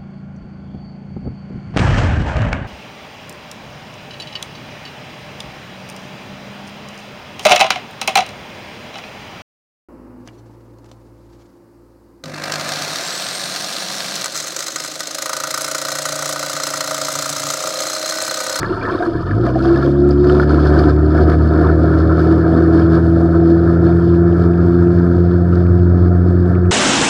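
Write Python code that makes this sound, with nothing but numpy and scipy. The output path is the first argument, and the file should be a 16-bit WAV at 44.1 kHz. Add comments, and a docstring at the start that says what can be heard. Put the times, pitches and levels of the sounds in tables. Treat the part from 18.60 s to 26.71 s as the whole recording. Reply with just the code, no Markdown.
"""A small four-stroke outboard idles, is throttled up and pushes a skiff onto the plane.
Firings and propeller blades drone through the hull, chop slaps it, the bow wave splashes and
bubbles, drops tick and wind buffets. All is heard on board through a closed waterproof camera
case, which rings and muffles the treble."""
import sys
import numpy as np
from scipy import signal
from scipy.fft import rfft, irfft
from scipy.io import wavfile
from scipy.ndimage import uniform_filter1d, minimum_filter1d

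SR = 44100
rng = np.random.default_rng(int(sys.argv[2]) if len(sys.argv) > 2 else 0)


def transcribe(u):
    """Save the signal u as a 16-bit wav file named by the first command-line argument.

    u: samples, shape (n,) or (channels, n), limited to [-1, 1]; the rate is SR.
    q: integer samples, one column per channel.
    """
    v = np.clip(np.atleast_2d(u).T, -1, 1)
    q = np.round(v * 32767).astype(np.int16)
    wavfile.write(sys.argv[1], SR, q)


N = 357651


def undb(db):
    """Decibels to gain."""
    return 10 ** (np.asarray(db) / 20)


def unit(x):
    """Scale to rms 1."""
    return x / np.sqrt(np.mean(x ** 2))


def curves(table):
    """Each column after the time, interpolated per sample."""
    times_s, *columns = np.transpose(table)
    return [np.interp(np.arange(N) / SR, times_s, column) for column in columns]


def walk(rate_hz):
    """Smooth random drift, spread near 1."""
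    hold = int(SR / rate_hz)
    steps = np.repeat(rng.standard_normal(N // hold + 1), hold)
    return 1.3 * uniform_filter1d(uniform_filter1d(steps, hold), hold)[:N]


def colour(x, points):
    """Minimum-phase filter through (Hz, dB) points, falling 12 dB an octave above them."""
    hz, db = np.transpose(points)
    size = 8192
    bins_hz = np.maximum(np.fft.rfftfreq(size, 1 / SR), 1)
    gain = undb(np.interp(np.log(bins_hz), np.log(hz), db)) / np.maximum(bins_hz / hz[-1], 1) ** 2
    cepstrum = irfft(np.log(gain))
    cepstrum[1:size // 2] *= 2
    cepstrum[size // 2 + 1:] = 0
    impulse = irfft(np.exp(rfft(cepstrum)))
    return signal.fftconvolve(x, impulse)[:len(x)]


def patter(per_s, spread_db):
    """Random impacts, most small, a few large."""
    size = undb(spread_db * np.minimum(rng.exponential(size=N), 5))
    hits = rng.random(N) < per_s / SR
    return unit(hits * size * rng.choice([-1, 1], N))


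def burst(length_s):
    """Noise that swells quickly and dies away."""
    t = np.arange(SR // 4) / SR
    return rng.standard_normal(len(t)) * t / length_s * np.exp(-2 * t / length_s)


def add(out, start_s, x, peak_db):
    """Mix x in at the given start and peak."""
    i = int(start_s * SR)
    out[i:i + len(x)] += (x * undb(peak_db) / np.abs(x).max())[:N - i]


def bubble(hz, cycles):
    """Damped ring, 1/e after `cycles`; the pitch rises as the bubble nears the surface."""
    age = np.arange(int(7 * cycles / hz * SR)) * hz / cycles / SR
    onset = 1 - np.exp(-2 * age * cycles)
    return onset * np.exp(-age) * np.sin(2 * np.pi * cycles * (age + .015 * age ** 2))


# Boat and exhaust resonances. Each row: centre in Hz, width in Hz, gain in dB.
RESONANCES = [(38, 12, -19.5), (76.2, 6.5, -16), (88.1, 1.7, -15), (107.3, 15.93, -12.5), (140, 24, -23.5),
              (171.17, 9.8, -16), (202, 5.2, -24.5), (249, 14, -21.5), (303.5, 2.2, -14), (332.8, 22.9, -9)]

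def boat_gain_db(hz):
    """How strongly the boat radiates a tone at this pitch."""
    power = sum(undb(db) ** 2 / (1 + (2 * (hz - centre_hz) / width_hz) ** 2)
                for centre_hz, width_hz, db in RESONANCES)
    return 10 * np.log10(power)


# Motor effort, with a throttle blip. Each row: time in seconds, level in dB, lift of orders 3-5 in dB.
MOTOR_EFFORT = [(0, -18, 3), (.5, -23, -5), (.56, -11, 7), (.62, -12, -2), (.73, -3, -4.5),
                (.9, -1.5, -6.5), (1.12, 0, -6), (1.4, 1.5, 1.5), (1.85, 3.5, -4), (2.6, 3.5, -9),
                (4.4, 3, -8), (5.8, 1.5, -6), (8.11, 3, -9.5)]
# Slow wavering in dB, one value for each of orders 1-5.
ORDER_SWAY_DB = [.8, .4, 2.6, 1.5, 2.6]
# Weaker motor lines. Each row: multiple of the firing rate, level in dB relative to the load.
MINOR_ORDERS = [(2.5, -37.5), (3.5, -30.5), (4.5, -35), (6, -38), (7, -42), (8, -38.5)]

def motor(firing_hz, firings, planing, load_db):
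    """Each firing is a pressure dip made of the low orders; unequal cylinders add half orders."""
    effort_db, lift_db = curves(MOTOR_EFFORT)
    roughness = 70 / firing_hz  # slow running fires less evenly
    angle = 2 * np.pi * firings + .03 * roughness * walk(35)
    smear_rad = 4 * (1 - planing)  # a hull deep in the water spreads each dip in time
    out = np.zeros(N)
    for order, sway_db in enumerate(ORDER_SWAY_DB, 1):
        level_db = effort_db + boat_gain_db(order * firing_hz) + (order > 2) * lift_db
        waver_db = sway_db * walk(12) + .88 * roughness * walk(22)
        lag_rad = smear_rad * order * (order - 1) / 2
        out -= undb(level_db + waver_db) * np.cos(order * angle - lag_rad)
    for order, db in MINOR_ORDERS:
        out += undb(db + load_db + 3 * walk(9)) * np.cos(order * angle + .7 * walk(12))
    return np.sqrt(2) * out * undb(.13)


def propeller(firings, load_db, blades=3, gear_ratio=2.08):
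    """Geared-down blades throb in uneven water."""
    angle = 2 * np.pi * firings * blades / gear_ratio + .4 * walk(7)
    inflow_db = 2.5 * walk(7)
    return undb(load_db - 26 + inflow_db) * np.cos(angle)


def firing_noise(firings, decay_cycles):
    """Noise that jumps at each firing and decays until the next."""
    return unit(np.exp(-(firings % 1) / decay_cycles) * rng.standard_normal(N))


# Waves met by the bow. Each row: start in seconds, length in seconds, surge in dB.
WAVE_SURGES = [(0, .06, 2.5), (.21, 0.16, 4.5), (.37, .08, 6), (0.826, .07, 6.5), (0.973, .32, 7),
               (1.48, .04, 4.5), (1.629, .2, 8.5), (1.868, 0.18, 6.5), (2.04, .26, 8), (2.52, 0.11, 5.5),
               (2.657, .08, 9), (2.9, .24, 3), (3.54, .28, 2.5), (4.119, 0.093, 3.5), (4.29, 0.082, 4),
               (4.86, 0.064, 1), (5.061, .07, 3), (5.22, 0.09, 5), (5.722, .14, 3), (6.3, .07, 2.5),
               (6.9, .09, 3.5), (7.832, .16, 2.5)]

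def surge_db(attack_s=.03, release_s=.03, ripple_db=.82):
    """Each wave swells, holds while the bow cuts through and falls away; small chop ripples between."""
    t = np.arange(N) / SR
    level_db = ripple_db * walk(22)
    for start_s, length_s, db in WAVE_SURGES:
        rise = (t - start_s) / attack_s
        fall = 1 + (start_s + length_s - t) / release_s
        level_db += db * np.clip(np.minimum(rise, fall), 0, 1)
    return level_db


# Hull panel response. Each row: frequency in Hz, gain in dB.
HULL_SPECTRUM = [(120, -25.5), (205, -6), (255, -6.5), (300, 0.5), (338, 4.5), (370, 2.5), (410, -6.5),
                 (500, -8), (570, -11), (640, -10.5), (700, -5.5), (760, -17), (820, -23.5), (1400, -66)]

def hull_drumming(firings, drum_db, load_db):
    """Rushing water and the kick of each firing shake the hull panels."""
    kicks = firing_noise(firings, decay_cycles=.25)
    shake = patter(per_s=900, spread_db=2.2) + undb(load_db - 1.5) * kicks
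    return unit(colour(shake, HULL_SPECTRUM)) * undb(drum_db + 4 + 1.1 * walk(18))


def froth(low_hz, high_hz, spread_db, count):
    """Many bubbles of random size, most faint, a few loud."""
    out = np.zeros(N)
    for when, size, life, rank in rng.random((count, 4)):
        hz = low_hz * (high_hz / low_hz) ** size
        peak_db = -spread_db * np.log(rank + .02)
        add(out, when * N / SR, bubble(hz, cycles=4 + 10 * life), peak_db)
    return unit(out)


# Bow wash and spray spectra. Each row: frequency in Hz, gain in dB.
WASH_SPECTRUM = [(500, -34), (820, -27), (890, -7), (1130, -6.5), (1300, 2.5), (1500, -2.5), (1750, -4.5),
                 (1860, -16), (1970, -27.5), (2280, -22.5), (2650, -41), (6000, -55)]
SPRAY_SPECTRUM = [(1500, -25), (2300, -7.5), (2700, -11), (3100, -5.5), (3650, -1.5), (3980, -8.5),
                  (4350, 4), (4650, -4), (4950, 1), (5600, -13.5), (7000, -21.5), (9000, -27), (10500, -27),
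                  (11700, -34)]

def bow_wave(firings, planing, wash_db, spray_db):
    """Slow water gurgles in single bubbles; on the plane it merges into a rush with motor clatter."""
    clatter = undb(-1.5) * firing_noise(firings, decay_cycles=1.3)
    bubble_gain = undb(-10.5 * planing)
    gurgle = bubble_gain * froth(796.7, 2300, spread_db=2.1, count=2600)
    gurgle += undb(3.5) * patter(per_s=3000, spread_db=1.6) + clatter
    fizz = bubble_gain * froth(2000, 9000, spread_db=3.4, count=6000)
    fizz += patter(per_s=1500, spread_db=4.2) + clatter
    wash = unit(colour(gurgle, WASH_SPECTRUM)) * undb(wash_db - 2.5 + .99 * walk(35))
    spray = unit(colour(fizz, SPRAY_SPECTRUM)) * undb(spray_db - 2 + 1.5 * walk(30))
    return wash + spray


# Mist spectrum. Each row: frequency in Hz, gain in dB.
MIST_SPECTRUM = [(3000, -3), (5800, 1.5), (6600, -2), (8000, -1.5), (9300, -7), (10000, -0.5), (10900, -5),
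                 (11500, -12.5), (12700, -7.5), (13200, -13), (15500, -15)]

def mist(spray_db):
    """Fine mist sizzles faintly, following the spray."""
    sizzle = rng.standard_normal(N) + undb(-2.5) * patter(per_s=700, spread_db=3)
    level_db = -62.5 + .56 * (spray_db - spray_db.mean()) + 1.5 * walk(27)
    return unit(colour(sizzle, MIST_SPECTRUM)) * undb(level_db)


# Buffeting spectrum. Each row: frequency in Hz, gain in dB.
WIND_SPECTRUM = [(10, -45.5), (25, -24), (45, -17.5), (65, -12.5), (85, -3.5), (100, 7.5), (122, -1),
                 (145, -7.5), (250, -20), (600, -52.5)]

def wind(planing):
    """Buffeting on the case grows with the boat's speed."""
    gust_db = 1.3 * walk(6)
    rumble = unit(colour(rng.standard_normal(N), WIND_SPECTRUM))
    return rumble * undb(-34 + 13.1 * planing + gust_db)


# Case response. Each row: frequency in Hz, gain in dB.
CASE_SPECTRUM = [(200, -19), (700, 9), (1400, 15), (1800, 13), (2600, -4.5), (4500, -29.5), (6000, -12.5),
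                 (11000, -40), (15000, -59)]
# Drops on the case. Each row: start in seconds, peak in dB, tilt in dB per decade.
CASE_DROPS = [(0.031, -6, 4), (0.865, -14, -21), (1.49, -32, 40), (1.518, -29, 12), (1.65, -32, 16),
              (2.363, -32, 6), (2.576, -20, -13), (2.72, -13, -1), (2.745, -23, 2)]

def case_drops():
    """Drops strike the case and ring it."""
    out = np.zeros(N)
    for start_s, db, tilt_db in CASE_DROPS:
        tilted = [(hz, gain_db + tilt_db * np.log10(hz)) for hz, gain_db in CASE_SPECTRUM]
        add(out, start_s, colour(burst(length_s=.0005), tilted), db)
    return out


# Large bubbles. Each row: start in seconds, relative peak in dB, pitch in Hz, cycles to 1/e.
LARGE_BUBBLES = [(0.046, -13.5, 1665, 19), (.213, -23.5, 2310, 21), (0.226, -16, 1540, 21),
                 (0.253, -11.5, 1720, 16), (0.26, -14, 1310, 6.8), (0.293, -14, 1313, 27),
                 (.404, -10, 696, 11), (0.425, -14, 1560, 23), (.461, -13, 1200, 5.1),
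                 (0.711, -13, 1660, 7.8), (.96, -11, 730, 6.1), (1.053, -10, 694, 9.3),
                 (1.159, -16, 1676, 17), (1.225, -9.5, 1330, 13), (1.245, -10, 509.6, 7.6),
                 (1.509, -20.5, 4760, 14), (1.697, -19, 2960, 6.7), (1.7983, -4, 1400, 6.1),
                 (2.19, -20, 4390, 16.4)]

def large_bubbles():
    """Single bubbles ring out above the wash."""
    out = np.zeros(N)
    for start_s, db, hz, cycles in LARGE_BUBBLES:
        add(out, start_s, bubble(hz, cycles), db - 5.5)
    return out


# Slaps. Each row: start in seconds, relative peak in dB, panel pitch in Hz, length in seconds.
HULL_SLAPS = [(0.085, -6, 364, 0.023), (0.242, -10, 352, 0.0093), (0.341, -9, 345, 0.01),
              (0.388, -15.5, 710, 0.034), (0.456, -7.5, 357, 0.02), (0.546, -6, 320, 0.0087),
              (0.772, -7.5, 335, 0.028), (0.859, -10.5, 562, 0.025), (0.95, -6, 686, 0.019),
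              (1.263, -1.5, 338, 0.019), (2.57, -2, 329.5, 0.047), (3.08, -7, 349.2, 0.035)]

def hull_slaps(width_hz=140):
    """Waves slap the hull, each ringing one panel resonance."""
    out = np.zeros(N)
    for start_s, db, hz, length_s in HULL_SLAPS:
        thud = colour(burst(length_s), HULL_SPECTRUM)
        panel = signal.iirpeak(hz, hz / width_hz, fs=SR)
        add(out, start_s, signal.lfilter(*panel, thud), db - 4)
    return out


# Splashes. Each row: start in seconds, relative peak in dB.
BOW_SPLASHES = [(0.229, -16), (0.462, -15), (0.7115, -26), (0.8635, -14), (1.0488, -13), (1.2258, -18),
                (1.6397, -15), (1.697, -10), (1.7972, -11), (1.83, -11), (2.1333, -13.5), (2.1951, -13),
                (2.5764, -12.5), (2.6972, -11.5), (2.718, -16), (2.9895, -19)]

def splashes():
    """Water breaks beside the bow: a burst of wash with a trace of spray."""
    out = np.zeros(N)
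    for start_s, db in BOW_SPLASHES:
        water = burst(length_s=.007)
        splash = colour(water, WASH_SPECTRUM) + undb(-24) * colour(water, SPRAY_SPECTRUM)
        add(out, start_s - .002, splash, db - 3.5)
    return out


# Drops on the boat. Each row: start in seconds, relative peak in dB, pitch in Hz.
BOAT_DROPS = [(5.3265, -33, 2151), (5.548, -34, 2422), (5.7258, -33, 2704), (5.936, -31.5, 2319),
              (6.273, -33, 2370), (6.714, -34, 3200), (6.93, -36, 2717), (6.956, -27, 4360),
              (7.066, -31.5, 2198), (7.193, -38, 2750), (7.86, -36.5, 3404), (7.953, -24.5, 2100),
              (8.056, -32, 2233)]

def boat_drops():
    """A drop on a hard surface ticks, ringing for only a cycle or two."""
    out = np.zeros(N)
    for start_s, db, hz in BOAT_DROPS:
        add(out, start_s, bubble(hz, cycles=1.5), db - 3)
    return out


# Motor speed. Each row: time in seconds, firing rate in Hz.
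FIRING_RATE = [(0, 35.76), (.3, 35.5), (.45, 33.66), (.55, 37.55), (.7, 47.57), (.78, 55.36), (.86, 61.83),
               (1.1, 67.44), (1.45, 70.84), (1.88, 73.4), (2.35, 74.32), (2.55, 76.73), (3, 78.33),
               (3.85, 81.4), (4.9, 83.38), (5.6, 85.42), (6.7, 87.1), (8.11, 88.98)]
# Motor load. Each row: time in seconds, relative level in dB.
MOTOR_LOAD = [(0, -26), (.55, -15.5), (.8, -4), (1.2, -5), (2.2, 2), (3.8, 3), (5, -2.5), (6.5, -4),
              (8.11, -6.5)]
# Water between waves. Each row: time in seconds, then relative drumming, wash and spray levels in dB.
WATER_LEVELS = [(0, -27, -30, -46), (.7, -26.5, -33, -51), (1.45, -26.5, -33.5, -49),
                (2.4, -25, -30, -49.5), (3.2, -23.5, -25.5, -48), (4.05, -23.5, -26.5, -45.5),
                (4.9, -24, -28.5, -50), (6.6, -26.5, -30.5, -51.5), (8.11, -26.5, -30.5, -54.5)]

def scene():
    """Motor speed times every throb; the water surges with each wave as the boat gathers speed."""
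    firing_hz, = curves(FIRING_RATE)
    load_db, = curves(MOTOR_LOAD)
    drum_db, wash_db, spray_db = curves(WATER_LEVELS)
    wave_db = surge_db()
    drum_db += .63 * wave_db
    wash_db += .89 * wave_db
    spray_db += .92 * wave_db
    firings = np.cumsum(firing_hz) / SR
    planing = (firing_hz / firing_hz.max()) ** 4  # near 0 at idle, 1 at full speed
    drive = motor(firing_hz, firings, planing, load_db) + propeller(firings, load_db)
    water = hull_drumming(firings, drum_db, load_db) + bow_wave(firings, planing, wash_db, spray_db)
    chop = case_drops() + large_bubbles() + hull_slaps() + splashes() + boat_drops()
    return (drive + water + mist(spray_db) + wind(planing) + chop)[None]


def record(dry):
    """Peak limiter, then a steep low-pass."""
    ceiling, cutoff_hz = .97, 15600
    needed_gain = np.minimum(1, ceiling / np.maximum(np.abs(dry), 1e-9))
    held_gain = minimum_filter1d(needed_gain, size=601)
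    gain = uniform_filter1d(uniform_filter1d(held_gain, size=301), size=301)
    lowpass = signal.ellip(8, .2, 70, cutoff_hz, fs=SR, output="sos")
    return signal.sosfilt(lowpass, dry * gain)


dry = scene()
out = record(dry)
transcribe(out)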